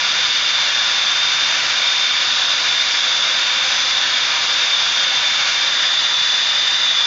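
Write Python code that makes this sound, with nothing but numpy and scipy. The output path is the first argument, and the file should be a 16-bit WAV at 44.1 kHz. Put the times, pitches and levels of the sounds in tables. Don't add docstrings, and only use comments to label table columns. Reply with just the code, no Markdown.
import sys
import numpy as np
from scipy import signal
from scipy.fft import rfft, irfft, next_fast_len
from scipy.io import wavfile
from scipy.ndimage import uniform_filter1d, map_coordinates

SR = 44100
rng = np.random.default_rng(int(sys.argv[2]) if len(sys.argv) > 2 else 0)


def generate_wav(sig):
    pcm = np.round(np.clip(np.atleast_2d(sig).T, -1, 1) * 32767).astype(np.int16)
    wavfile.write(sys.argv[1], SR, pcm)


N = 311346
TIME_S = np.arange(N) / SR

# centre_s, length_s, hiss_swell_db, whistle_dip_db
SWINGS = [(0.72, .2, 0.3, 1.5), (1.62, 0.24, 0.2, 3.5), (2.61, 0.16, 0.6, 2), (2.92, .15, 0.6, 2),
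          (3.39, .14, 0.5, 1.5), (3.75, .18, 0.4, 1.5), (4.39, .14, 0.6, 4), (4.6, 0.2, 0.4, 0),
          (4.9, .08, 0.2, 3.3), (5.46, .2, 0.6, 0.6), (6.36, 0.17, 0.6, 0)]


def amp(db):
    return 10 ** (np.asarray(db) / 20)


def unit(x):
    return x / np.sqrt(np.mean(x ** 2) + 1e-20)


def log_interp(points, hz):
    points_hz, values = np.transpose(points)
    return np.interp(np.log(hz + 1), np.log(points_hz + 1), values)


def curves(rows):
    time_s, *columns = np.transpose(rows)
    return [np.interp(TIME_S, time_s, column) for column in columns]


def wobble(knots_per_s):
    return map_coordinates(rng.standard_normal(N // 10), [np.arange(N) * knots_per_s / SR], mode="wrap")


def filtered(x, response):
    size = next_fast_len(N + SR // 2)
    return irfft(rfft(x, size) * response(np.fft.rfftfreq(size, 1 / SR)), size)[..., :N]


def bumps(rows, x, column=0):
    return sum(heights[column] * .5 ** ((2 * (x - centre) / width) ** 2)
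               for centre, width, *heights in rows)


def echo(x, delay_s, sway_s, sways_per_s):
    return np.interp(TIME_S - delay_s - sway_s * wobble(sways_per_s), TIME_S, x, left=0)


def turbulence(patchy_db=.58):
    spectrum = signal.stft(rng.standard_normal(N), nperseg=512)[2]
    patches = uniform_filter1d(rng.standard_normal(spectrum.shape), size=5, axis=0)
    patches = uniform_filter1d(patches, size=36, axis=1)
    spectrum = spectrum * amp(patchy_db * unit(patches))
    return unit(signal.istft(spectrum, nperseg=512)[1][:N])


def tilt_peaks(air):
    # centre_s, length_s, hollow_db, body_db
    tilts = [(0.153, .2, 2, 0.5), (0.722, 0.22, 3, -1.5), (1.997, .22, -2.5, 1.5), (2.421, 0.31, -0.5, -4),
             (3.149, .25, -0.5, -2.5), (4.065, 0.17, 4.5, -3), (4.824, .2, -2, -2.5),
             (5.152, 0.17, -.5, -0.5), (5.717, .2, 3.7, 0)]
    # centre_s, length_s, gain_db
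    flares = [(.74, 0.18, 3.5), (1.47, 0.22, 3.5), (3.76, 0.16, 3.5), (4.95, 0.27, 2)]
    hollow_db = bumps(tilts, TIME_S)
    body_db = bumps(tilts, TIME_S, column=1)
    sizzle_db = bumps(flares, TIME_S)
    for centre_hz, width_hz, db in ((1740, 290, hollow_db), (2300, 420, body_db), (6000, 300, sizzle_db)):
        band = filtered(air, lambda hz: bumps([(centre_hz, width_hz, 1)], hz))
        air = air + (amp(db) - 1) * band
    return air


def jet(roar_db=-21.5, hiss_db=-24, split_hz=3600, flutter_db=.44):
    # freq_hz, density_db
    spectrum = [(25.0, -30), (55.0, -27), (80.0, -22.5), (140.0, -17.5), (240, -19.5), (365, -16.5),
                (470.0, -18), (510.0, -10.5), (850.0, -8), (950.0, -4.5), (1500.0, -2), (3000.0, -1),
                (4800.0, 3.5), (6100.0, -3.5), (6800.0, -7), (7400.0, -20.5)]
    # centre_hz, width_hz, gain_db
    board = [(198, 30, -1.5), (425, 70, -2.4), (700, 90, -2), (780, 60, 1.4), (868, 60, -2.4),
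             (1075, 90, -1.4), (1290, 70, -1.3)]
    # centre_hz, width_hz, gain_db
    first_grip = [(1480, 230, 2.5), (1738, 87, 3.5), (1920, 160, -1.5), (2304, 270, 3.5),
                  (2570, 170.0, -1.9), (2770, 100, 3.5), (3080, 69, -5), (3370, 370, 1.8),
                  (4270, 100, -6.5), (5490, 390, -1.5), (6020, 210.0, 2.6)]
    second_grip = [(1150, 90, -2.5), (1620, 110, -2), (1850, 290, 4), (2260.0, 140.0, -5),
                   (2650, 190.0, -4.5), (2880, 150, 3.5), (3100, 90.0, -4.5), (3300, 70, 4.5),
                   (3360, 90, -7), (3860, 150, 6.5), (4070, 80, -5.5), (4180, 190, -3), (4610, 130, -2.7),
                   (4920, 210, 3.5), (5270, 520, -3.5), (6040, 170, 3), (6320, 200, 0)]
    # time_s, second_share
    grip_change = [(5.65, 0.03), (5.92, 0.78)]
    second_share, = curves(grip_change)
    noise = turbulence()
    first, second = (filtered(noise, lambda hz: amp(log_interp(spectrum, hz) + bumps(board + grip, hz)))
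                     for grip in (first_grip, second_grip))
    air = tilt_peaks((1 - second_share) * first + second_share * second)
    air = air + amp(-19) * echo(air, delay_s=.0042, sway_s=.00012, sways_per_s=3)
    roar = filtered(air, lambda hz: 1 / (1 + (hz / split_hz) ** 10))
    swell_db = bumps(SWINGS, TIME_S)
    roar_gain = amp(roar_db + .6 * swell_db - second_share)
    hiss_gain = amp(hiss_db + swell_db - .4 * second_share)
    spray = roar_gain * unit(roar) + hiss_gain * unit(air - roar)
    return spray * amp(flutter_db * wobble(40))


def workshop(x, count=14, span_s=.07, t60_s=.52, room_db=-5):
    delays_s = span_s * (np.arange(count) + rng.uniform(size=count)) / count
    paths = (amp(-60 * delay_s / t60_s) * echo(x, delay_s, sway_s=.0001, sways_per_s=4)
             for delay_s in delays_s)
    return x + amp(room_db) * unit(sum(paths))


def unsteady_tone(pitch_hz, shake_db, shakes_per_s):
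    phase = 2 * np.pi * np.cumsum(pitch_hz) / SR
    return unit(np.sin(phase) * amp(shake_db * wobble(shakes_per_s)))


def whistle(waver_hz=17, sputter_db=.4):
    # time_s, pitch_hz
    note = [(0, 3600), (.8, 3602), (1.1, 3592), (1.55, 3614), (1.95, 3602), (2.15, 3592), (2.45, 3622),
            (2.8, 3594), (3.38, 3615), (3.55, 3578), (3.7, 3610), (4.0, 3602), (4.58, 3616), (4.85, 3590),
            (5.0, 3598), (5.3, 3590), (5.47, 3608), (5.72, 3562), (5.88, 3578), (6.0, 3548), (6.3, 3556),
            (6.44, 3604), (6.6, 3576), (6.78, 3586), (6.98, 3542)]
    # time_s, level_db
    singing = [(0, -25), (0.13, -24), (0.22, -23.5), (.5, -23), (1.0, -21.5), (1.35, -22.5), (2.1, -22.5),
               (2.4, -21.5), (2.75, -23), (3.15, -19), (3.6, -22), (3.95, -21), (4.17, -23), (4.6, -20.5),
               (4.9, -22), (5.42, -23), (5.9, -19), (6.2, -19.5), (6.5, -19.5), (7, -18)]
    # centre_s, length_s, gain_db, sag_hz
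    surges = [(0.292, 0.16, 3, 4), (0.58, 0.11, 3.5, 8), (0.794, 0.1, 3.5, 0), (1.069, 0.1398, 2, 18),
              (1.251, 0.15, 3.5, 0), (1.443, .08, 3.5, 0.5), (1.886, 0.16, 4, -8), (2.051, .11, 2.5, 10),
              (2.699, 0.054, 4, 55), (2.799, 0.088, 4, 0.5), (3.061, .1, 0, 15.5), (3.203, 0.0899, -1, 45),
              (3.876, 0.084, -0.6, 35), (4.76, .11, 2, 14.5), (5, .11, 2.5, 1), (5.24, .22, 3, 28),
              (6.162, .06, 1.4, 31), (6.322, 0.069, 1.8, 34.5), (6.772, 0.13, 0.5, -11),
              (7.001, 0.079, 1, 9.5)]
    # time_s, base_jitter_hz
    tearing = [(.3, 47.8), (.85, 62), (1.1, 45.6), (1.35, 50), (1.6, 44.1), (2.08, 51.4), (2.42, 88.6),
               (2.78, 43.9), (3.0, 78), (3.55, 54), (3.95, 67.5), (4.65, 61.6), (4.86, 82), (5.1, 46),
               (5.55, 49.7), (5.95, 70), (6.12, 50), (6.33, 45.9), (6.55, 60.2), (6.75, 45.9), (6.93, 56)]
    surge_db = bumps(surges, TIME_S)
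    sag_hz = bumps(surges, TIME_S, column=1)
    dip_db = bumps(SWINGS, TIME_S, column=1)
    level_db = curves(singing)[0] + surge_db - dip_db + sputter_db * wobble(16)
    jitter_hz = curves(tearing)[0] * amp(-surge_db)
    pitch_hz = curves(note)[0] - sag_hz + waver_hz * wobble(58)
    eddies = .8 * wobble(150) + wobble(330)
    eddies = eddies - .8 * uniform_filter1d(eddies, size=SR // 40)
    tone = unsteady_tone(pitch_hz + jitter_hz * eddies, shake_db=-.86, shakes_per_s=280)
    tone = workshop(tone)
    slow_rms = np.sqrt(np.abs(uniform_filter1d(tone ** 2, size=SR // 10)))
    return amp(level_db) * tone / slow_rms


def side_whistle(jitter_hz=45):
    # time_s, pitch_hz, level_db
    glide = [(0, 3380, -32), (.25, 3250, -35), (.44, 3420, -30), (.68, 3320, -33), (.85, 3450, -30.5),
             (1.0, 3270, -32), (1.22, 3190, -32.5), (1.37, 3370, -31), (1.58, 3270, -43), (1.78, 3390, -32),
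             (1.95, 3260, -36), (2.12, 3210, -27), (2.25, 3430, -28), (2.47, 3470, -27), (2.75, 3390, -39),
             (2.92, 3340, -31), (3.05, 3480, -29), (3.28, 3410, -33.5), (3.53, 3240, -38),
             (3.85, 3430, -29), (4.15, 3320, -31), (4.45, 3380, -32), (4.65, 3460, -35),
             (4.84, 3400, -25.5), (5.07, 3270, -31), (5.25, 3270, -38), (5.42, 3220, -36.5),
             (5.64, 3210, -37), (5.85, 3400, -24), (6.1, 3470, -32), (6.55, 3470, -33), (6.75, 3500, -34),
             (6.93, 3460, -24)]
    pitch_hz, level_db = curves(glide)
    tone = unsteady_tone(pitch_hz + jitter_hz * wobble(220), shake_db=3, shakes_per_s=60)
    return amp(level_db) * unit(workshop(tone))


def machine(drift_hz=1.5):
    # pitch_hz, level_db
    hum = [(77, -68), (100, -67), (129, -63), (157, -67.5), (294, -58.5)]
    return sum(amp(level_db) * unsteady_tone(pitch_hz + drift_hz * wobble(6), shake_db=2.5, shakes_per_s=5)
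               for pitch_hz, level_db in hum)


def scene():
    return (jet() + whistle() + side_whistle() + machine())[None]


def record(dry, target_db=-16.7, control_share=.4, top_hz=7470):
    rms = np.sqrt(np.abs(uniform_filter1d(dry ** 2, size=SR // 6)) + 1e-12)
    levelled = dry * (amp(target_db) / rms) ** control_share
    return filtered(levelled, lambda hz: amp(-np.clip(hz - top_hz, 0, 600) / 5))


dry = scene()
out = record(dry)
generate_wav(out)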